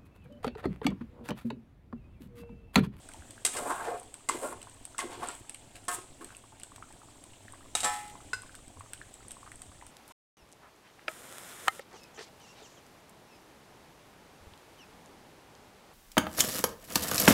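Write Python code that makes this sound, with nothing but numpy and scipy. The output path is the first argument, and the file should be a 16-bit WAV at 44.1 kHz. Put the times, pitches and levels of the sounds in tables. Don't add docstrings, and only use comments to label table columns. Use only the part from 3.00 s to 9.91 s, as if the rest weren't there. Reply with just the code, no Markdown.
import sys
import numpy as np
from scipy import signal
from scipy.fft import rfft, irfft, next_fast_len
from scipy.io import wavfile
from scipy.ndimage import uniform_filter1d, map_coordinates

SR = 44100
rng = np.random.default_rng(int(sys.argv[2]) if len(sys.argv) > 2 else 0)


def generate_wav(signal):
    frames = np.transpose(np.atleast_2d(signal))
    scaled = np.clip(frames, -1, 1) * 32767
    pcm = np.round(scaled).astype(np.int16)
    wavfile.write(sys.argv[1], SR, pcm)


def volts_from_decibels(level):
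    exponent = np.asarray(level, float) / 20
    return 10 ** exponent


N = 304731

# start_s, drone_level_db, favoured_pitch_hz,
# rasp_level_db, hiss_over_rasp_db, lowest_modes_over_drone_db
SCRAPE_STROKES = [
    [(0.47, -42.5, 918, -45, -4, -4.5), (0.506, -61, 802, -58, 1, 2), (0.58, -36, 850, -46, -1, -9),
     (0.602, -44, 764, -56.5, 1.5, -2), (0.662, -39, 708, -58.5, 4, -9), (0.688, -41, 1000, -61, 9, -11),
     (0.722, -30, 1060, -54.5, -2, -12), (0.744, -41, 985, -56.5, 2, -15.5),
     (0.876, -32, 720, -55, -4, -11.5), (0.964, -43.5, 640, -69.5, 1, -15), (1.0, -66, 706, -58, 0, -10)],
    [(1.31, -50, 812, -46, -11, 7), (1.38, -47.5, 753, -59.5, 3.5, -6), (1.456, -33.5, 790, -56.5, 5, -11),
     (1.494, -49, 910, -61.5, 7, 0), (1.53, -40, 1030, -63, 4, -4), (1.56, -67, 901, -89, -5, 12),
     (1.58, -58, 719, -80, -2, 0)],
    [(2.0, -49, 1060, -36, -13, -9), (2.022, -40, 1060, -54.5, -3, -15), (2.046, -55.5, 953, -57, -6, 14),
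     (2.086, -44.5, 757, -67.5, 0, -8), (2.142, -45, 780, -52, -10, -5), (2.184, -52, 689, -62, -9, 13),
     (2.226, -32, 678, -53.5, -4.5, -5.5), (2.296, -43.5, 1010, -52, -12, -6),
     (2.4, -77, 727, -70, 5.5, -14)],
    [(2.74, -68, 686, -75, -14, -8), (2.758, -60, 776, -52, -6.5, -1), (2.79, -72, 927, -74, -2, 12)],
    [(2.89, -44, 1110, -52.5, 1, -22), (2.944, -43, 1100, -50.5, 8.5, -13.5),
     (2.984, -54.5, 1200, -61, -4, 2), (3.022, -69, 1130, -65, -6, -8), (3.05, -72, 837, -82, 0, -4)],
    [(3.2, -78, 1020, -84, -2, 14), (3.212, -51, 1040, -65, -2, 1.5), (3.256, -65, 831, -69, -2, 8),
     (3.304, -64, 1500, -64, -8, -12), (3.39, -65, 887, -72, 3, -14)],
]
# start_s, rasp_level_db
SETTLING_CHATTER = [(4.77, -42.5), (4.798, -49), (4.804, -59), (4.824, -55), (4.846, -42), (5.05, -62),
                    (5.12, -66)]
# pitch_hz, pitch_hz
WOK_KNOCKS = [(.4495, -27, -27.5, 0.18, 2100, 3080), (.4626, -32, -41, 0.1, 2130, 2800),
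              (.568, -42, -31, 0.32, 1590, 2070), (.702, -50.5, -30, 0.2, 690, 1050),
              (.7085, -60, -21.5, 0.16, 1080, 1590), (.7187, -52, -45, 0.091, 890, 1590),
              (.7235, -62, -30, .14, 1090, 1590), (1.288, -35, -22.5, 0.28, 2080, 2950),
              (1.296, -44, -23, 0.11, 1100, 2100), (1.526, -70, -31.5, .14, 1100, 1460),
              (1.989, -42.5, -27, 0.45, 1026, 2090), (2.882, -39.5, -26, .8, 1192, 1820)]
REST_KNOCKS = [(4.7511, -32.5, -23.5, 0.11, 736), (4.804, -41.5, -44, 0.44, 720),
               (4.8319, -43, -31, .3, 710), (4.8435, -39, -24, 1, 865)]
COUNTER_KNOCKS = [(5.3322, -49.5, -24, 0.77, 1380)]
# pitch_hz, level_db, free_t60_s
WOK_MODES = [(270, -10, .15), (368, -5, .15), (484, -4, .22), (581, -6, .15), (714, 0, .2), (830, -10, .15),
             (935, -5, .15), (1090, 0, .16), (1270, -11, .35), (1400, -6, .14), (1590, -5, .15),
             (1776, -13, .2), (2070, -11, .2), (2440, -15, .15)]
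REST_MODES = [(170, -11, .1), (290, -11, .12), (400, -11, .15), (511, -8, .35), (620, -10, .2),
              (738, -5, .4), (834, -8, .65), (1000, -9, .35), (1125, -7, .4), (1276, -6, .55),
              (1314, -5, .45), (1544, -13, .5), (1755, -8, .4), (1873, -10, .45), (2035, -13, .75),
              (2218, -15, .45), (2439, -15, .9), (3397, -14, .27), (5399, -19, .3), (7617, -19, .25),
              (7908, -20, .25)]
COUNTER_MODES = [(450, -9, .05), (1080, -8, .06), (1486, 4, .085), (2046, -9, .07), (2632, -9, .07),
                 (4150, -14, .05), (4963, -14, .07)]
BLADE_MODES = [(2500, -5, .05), (2800, -4, .07), (3215, -4, .05), (3790, -4, .06), (4870, -10, .04),
               (6160, -11, .05)]
# start_s, level_db, starting_pitch_hz
CLEAR_BUBBLES = [(.09, -38, 1470), (.117, -40, 2140), (.144, -37.5, 840), (.222, -39.5, 1500),
                 (.379, -37, 1530), (1.016, -40, 900), (1.616, -36, 2780), (1.671, -36.5, 990),
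                 (1.947, -35.5, 1310), (2.495, -33.5, 2600), (2.547, -31, 2720), (3.211, -39, 1470),
                 (3.227, -48, 940), (3.292, -44, 1440), (3.305, -36, 1490), (3.349, -34.5, 2660),
                 (3.439, -42.5, 1050), (3.528, -43, 834), (3.617, -39, 2700), (3.719, -38.5, 1080),
                 (3.781, -40.5, 1000), (3.825, -30, 1240), (3.906, -42, 806), (4.017, -40.5, 1210),
                 (4.086, -44, 1080), (4.335, -40, 2720), (4.482, -34.5, 1720), (4.536, -36.5, 1040),
                 (4.608, -43, 1190), (4.659, -43, 1080), (5.154, -34.5, 970), (5.205, -40, 1210),
                 (5.434, -39, 1090), (5.494, -37.5, 1480), (5.545, -38, 1470), (5.771, -40, 990),
                 (5.808, -31.5, 1085), (5.861, -42, 1120), (5.933, -38.5, 1440), (5.977, -41, 2920),
                 (6.015, -29.5, 1640), (6.206, -43, 1300), (6.249, -45, 1070), (6.368, -37.5, 1030),
                 (6.43, -36.5, 1090), (6.466, -39, 1130), (6.476, -36, 1170), (6.518, -33, 1820),
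                 (6.717, -42.5, 1100), (6.813, -38.5, 1870), (6.824, -35, 920)]
# start_s, ping_level_db, splash_level_db
CLEAR_SPITS = [(.0887, -43, -55), (.1363, -47.5, -50.5), (.3074, -42.5, -50.5), (.9981, -41, -59),
               (1.1413, -38, -48.5), (1.6172, -45, -53), (1.6284, -44.5, -49.5), (1.8527, -35, -50),
               (1.9818, -33, -38), (2.2732, -39, -61), (2.2865, -31.5, -59), (2.3133, -44, -64),
               (2.3515, -43.5, -68), (2.4954, -33, -45.5), (2.5452, -38, -48), (3.245, -39.5, -49),
               (3.3675, -42, -66), (3.5987, -44.5, -52), (3.6335, -37, -46.5), (3.7604, -47, -49),
               (4.2393, -44, -55), (4.523, -43.5, -70), (5.42, -43, -62), (5.5517, -44.5, -48.5),
               (5.68, -48, -56.5), (5.9338, -35.5, -42.5), (6.1404, -44, -54), (6.2827, -40.5, -69),
               (6.3083, -42, -47), (6.317, -37, -53), (6.5171, -47.5, -55), (6.5572, -43.5, -70),
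               (6.6185, -37.5, -48), (6.8662, -45, -52)]
# time_s, gain_db
SIMMER_LIVELINESS = [(0, -0.5), (.4, -1), (1.1, -3.5), (1.7, -2), (2.6, -3), (3.1, -2.5), (3.5, -4.5),
                     (4, -2.5), (4.6, -2), (5.3, -0.5), (5.7, -3), (6.3, -1.5), (6.9, -2.5)]
# frequency_hz, density_db (dB per Hz)
HUSH_SPECTRUM = [(25, -77), (32, -86.5), (48, -76.5), (75, -85), (100, -76), (165, -88.5), (280, -82),
                 (450, -90.5), (720, -87.5), (1300, -99.5), (2200, -100), (3300, -98), (5000, -107),
                 (7000, -109), (11000, -108), (16000, -106.5)]
# start_s, level_db, pitch_hz, length_s
LOW_BUMPS = [(0.187, -43.5, 72.4, 0.034), (5.363, -51.5, 78.1, 0.022), (5.762, -46, 91.5, 0.07),
             (6.672, -51, 76.6, 0.04)]
# delay_s, level_db
TILE_ECHOES = [(.0047, -32), (0.0113, -13.5), (0.013, -48)]
# frequency_hz, t60_s
KITCHEN_DECAY = [(200, 0.57), (1500, 0.32), (8000, 0.53), (15000, 0.038)]


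def scraping():
    spot_lift_db, spot_octaves, wander_db = 8, 0.81, 3.5
    lowest_hz = 430
    drone_db, spot_hz, rasp_db, hiss_db, lowest_db = curves(SCRAPE_STROKES)
    judder = wobble(70)
    t = np.arange(SR // 5) / SR
    hz, db = np.transpose(WOK_MODES)[:2, :, None]
    octaves_away = np.log2(hz / np.maximum(spot_hz, 100))
    drive = volts_from_decibels(db + spot_lift_db * np.exp(-(octaves_away / spot_octaves) ** 2))
    lowest = hz[:, 0] < lowest_hz
    for group, level_db in ((lowest, drone_db + lowest_db), (~lowest, drone_db)):
        drive[group] *= volts_from_decibels(level_db) / np.linalg.norm(drive[group], axis=0)
    grain = volts_from_decibels(3.1 * judder + 3.5 * rng.standard_normal(N))
    drone = np.zeros(N)
    for mode, push in zip(WOK_MODES, drive):
        slips = unit(rng.standard_normal(N) * grain * volts_from_decibels(wander_db * wobble(14)))
        ring = ringing([mode], 0.22, 0, t)
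        drone += signal.fftconvolve(push * slips, ring / np.linalg.norm(ring))[:N]
    return drone + grit(rasp_db, rasp_db + hiss_db, judder)


def grit(rasp_db, hiss_db, judder):
    noise = rng.standard_normal((2, N)) * volts_from_decibels(0.87 * judder + 2.9 * wobble(300))
    rasp = band(volts_from_decibels(rasp_db) * noise[0], 1270, 3500)
    hiss = band(volts_from_decibels(hiss_db) * noise[1], 8900, 16400)
    return rasp + hiss


def knocks():
    held_crack_s, free_crack_s = 0.031, 0.066
    held_flutter_db, settling_hiss_db = 5, -3
    crack, clack, ring = np.zeros((3, N))
    t = np.arange(SR // 2) / SR
    for table, body, clack_db, blade_db, blade_hz, lift_db in (
            (WOK_KNOCKS, WOK_MODES, -0.82, 2.7, 3010, 16),
            (REST_KNOCKS, REST_MODES, 3, 11, 3790, 8.5),
            (COUNTER_KNOCKS, COUNTER_MODES, 5, -3, 4870, -3.5)):
        for s, db, body_db, share, *spots_hz in table:
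            envelope = volts_from_decibels(-60 * t / (held_crack_s + free_crack_s * share)) * (1 - np.exp(-t / 0.00036))
            burst = envelope * rng.standard_normal((2, len(t)))
            add(crack, s, volts_from_decibels(db) * burst[0])
            add(clack, s, volts_from_decibels(db + clack_db) * burst[1])
            rough_db = held_flutter_db * max(1.2 - share, 0)
            add(ring, s, volts_from_decibels(body_db) * ringing(body, share, 0.8, t, spots_hz, lift_db, rough_db))
            add(ring, s, volts_from_decibels(db + blade_db) * ringing(BLADE_MODES, 0.48, 3.0, t, (blade_hz,)))
    edge = volts_from_decibels(-13.5) * band(crack, 12300, 14300)
    noise = edge + band(crack, 7700, 13300) + band(clack, 810, 5900)
    rasp_db, = curves([SETTLING_CHATTER])
    return noise + ring + grit(rasp_db, rasp_db + settling_hiss_db, wobble(70))


def ringing(modes, share, scatter_db, t, spots_hz=(), lift_db=14, rough_db=0):
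    hz, db, t60 = np.transpose(modes)[:, :, None]
    spot_db = sum(lift_db * np.exp(-(np.log2(hz / spot) / 0.17) ** 2) for spot in spots_hz)
    gain = volts_from_decibels(db + spot_db + scatter_db * rng.standard_normal(db.shape))
    knots = rng.standard_normal((len(hz), 40))
    flutter = volts_from_decibels(rough_db * np.array([np.interp(t, np.arange(40) / 70, row) for row in knots]))
    decay = volts_from_decibels(-60 * t / (t60 * share))
    ring = np.sum(gain * flutter * decay * np.sin(2 * np.pi * hz * t), 0)
    return ring * (1 - np.exp(-t / 0.0003)) / np.linalg.norm(gain)


def bubbles():
    crowd = rng.random((19, 3))
    crowd_hz = 850 * 3.0 ** crowd[:, 2] ** 3
    middling = np.transpose([crowd[:, 0] * N / SR, -43 - 7 * crowd[:, 1], crowd_hz])
    s, db, hz = np.transpose([*CLEAR_BUBBLES, *middling])
    draw = rng.random((len(s), 2, 3))
    small_s = s[:, None] + .009 * draw[..., 0]
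    small_db = db[:, None] - (12 + 7 * draw[..., 1])
    small_hz = hz[:, None] * (1.17 + 1.27 * draw[..., 2])
    small = plops(small_s.ravel(), small_db.ravel(), small_hz.ravel(), cycles=2.6)
    return plops(s, db, hz, cycles=2.34) + small


def plops(s, db, hz, cycles):
    t = np.arange(SR // 50) / SR
    life = (cycles / hz)[:, None]
    phase = 2 * np.pi * hz[:, None] * t * (1 + 0.015 * t / life)
    envelope = np.exp(-t / life) * (1 - np.exp(-t / .0003))
    rows = volts_from_decibels(db)[:, None] * np.sin(phase) * envelope
    at = np.round(s * SR).astype(int)[:, None] + np.arange(len(t))
    return np.bincount(at.ravel(), rows.ravel(), N + len(t))[:N]


def spits():
    ping_hz, ping_spread_hz = 8190, 300
    hiss_db, tick_db = -15, 2.5
    high, low, top = np.zeros((3, N))
    t = np.arange(SR // 50) / SR
    crowd = rng.random((20, 2))
    faint_db = -48 - 8 * crowd[:, 1]
    faint = np.transpose([crowd[:, 0] * N / SR, faint_db, faint_db - 10])
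    rows = [*CLEAR_SPITS, *faint]
    for s, db, splash_db in rows:
        puff = volts_from_decibels(-60 * t / 0.027) * rng.standard_normal((3, len(t)))
        add(top, s, volts_from_decibels(splash_db + tick_db - 60 * t / 0.0047) * puff[2])
        add(high, s, volts_from_decibels(db + hiss_db) * puff[0])
        add(low, s, volts_from_decibels(splash_db) * puff[1])
    s, db, _ = np.transpose(rows)
    hz = ping_hz + ping_spread_hz * rng.standard_normal(len(s))
    noise = band(top, 12700, 15700) + band(high, 9700, 12000) + band(low, 980, 3820)
    return noise + plops(s, db, hz, cycles=6.06)


def simmer():
    lively = volts_from_decibels(np.interp(np.arange(N) / SR, *np.transpose(SIMMER_LIVELINESS)))
    z = signal.stft(rng.standard_normal(N), nperseg=256)[2]
    field = uniform_filter1d(uniform_filter1d(rng.standard_normal(z.shape), 8, 0), 4, 1)
    depth_db = np.linspace(2.4, .3, len(z))[:, None]
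    patchy = unit(signal.istft(z * volts_from_decibels(depth_db * unit(field)), nperseg=256)[1][:N])
    hush = filtered(patchy, lambda hz: volts_from_decibels(along(HUSH_SPECTRUM, hz)) * np.sqrt(SR / 2))
    big, small = rng.random((500, 3)), rng.random((900, 3))
    big_db = -61 - 3.6 * np.log(big[:, 1] + 0.03)
    small_db = -64 - 3.9 * np.log(small[:, 1] + .05)
    plop = plops(big[:, 0] * N / SR, big_db, 750 * 3.2 ** big[:, 2], cycles=4.2)
    fizz = plops(small[:, 0] * N / SR, small_db, 1800 * 2.57 ** small[:, 2], cycles=3.4)
    return lively * (hush + plop + fizz)


def bumps():
    out = np.zeros(N)
    for s, db, hz, length in LOW_BUMPS:
        t = np.arange(round(length * SR)) / SR
        arch = np.sin(np.pi * t / length) ** 0.82
        add(out, s, volts_from_decibels(db) * arch * np.sin(2 * np.pi * hz * t))
    return out


def kitchen(x):
    echoes = np.zeros(SR // 20)
    for s, db in TILE_ECHOES:
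        echoes[round(s * SR)] = volts_from_decibels(db)
    hz, _, z = signal.stft(rng.standard_normal(SR // 2), SR, nperseg=256)
    t = np.arange(z.shape[1]) * 128 / SR
    tail = signal.istft(z * volts_from_decibels(-60 * t / along(KITCHEN_DECAY, hz)[:, None]), SR, nperseg=256)[1]
    tail = np.pad(volts_from_decibels(-12) * tail / np.linalg.norm(tail), (SR // 200, 0))
    return signal.fftconvolve(x, echoes)[:N] + signal.fftconvolve(x, tail)[:N]


def curves(tables):
    rows = []
    for table in tables:
        first, last = np.array(table[0], float), np.array(table[-1], float)
        first[1:4:2], last[1:4:2] = -90, -90
        rows += [(first[0] - .008, *first[1:]), *table, (last[0] + 0.013, *last[1:])]
    s, *cols = np.transpose(rows)
    return [np.interp(np.arange(N) / SR, s, c) for c in cols]


def unit(x):
    return x / np.sqrt(np.mean(x ** 2) + 1e-20)


def along(points, hz):
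    f, v = np.transpose(points)
    return np.interp(np.log(hz + 1), np.log(f + 1), v)


def wobble(rate):
    knots = rng.standard_normal(int(N * rate / SR) + 4)
    return map_coordinates(knots, [np.arange(N) * rate / SR])


def filtered(x, response):
    m = next_fast_len(N + SR // 2)
    return irfft(rfft(x, m) * response(np.fft.rfftfreq(m, 1 / SR)), m)[..., :N]


def band(x, lo_hz, hi_hz):
    sos = signal.butter(2, [lo_hz, min(hi_hz, SR / 2 - 100)], "band", fs=SR, output="sos")
    return signal.sosfilt(sos, x) * np.sqrt(SR / 2 / (hi_hz - lo_hz))


def add(track, s, sound):
    part = track[round(s * SR):][:len(sound)]
    part += sound[:len(part)]


def scene():
    near = scraping() + knocks() + bubbles() + spits()
    near = filtered(near, lambda hz: (1j * hz / (1j * hz + 150)) ** 3)
    return (near + kitchen(near) + simmer() + bumps())[None]


def band_limit(x):
    return signal.sosfilt(signal.butter(12, 16500, fs=SR, output="sos"), x)


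def record(dry):
    def port(hz):
        cavity = 7800 ** 2 / (7800 ** 2 - hz ** 2 + 1j * hz * 1500)
        duct = 1 + volts_from_decibels(-4.0) * 1j * hz * 1400 / (8800 ** 2 - hz ** 2 + 1j * hz * 1400)
        return cavity * duct
    return band_limit(filtered(dry, port))


dry = scene()
out = record(dry)
generate_wav(out)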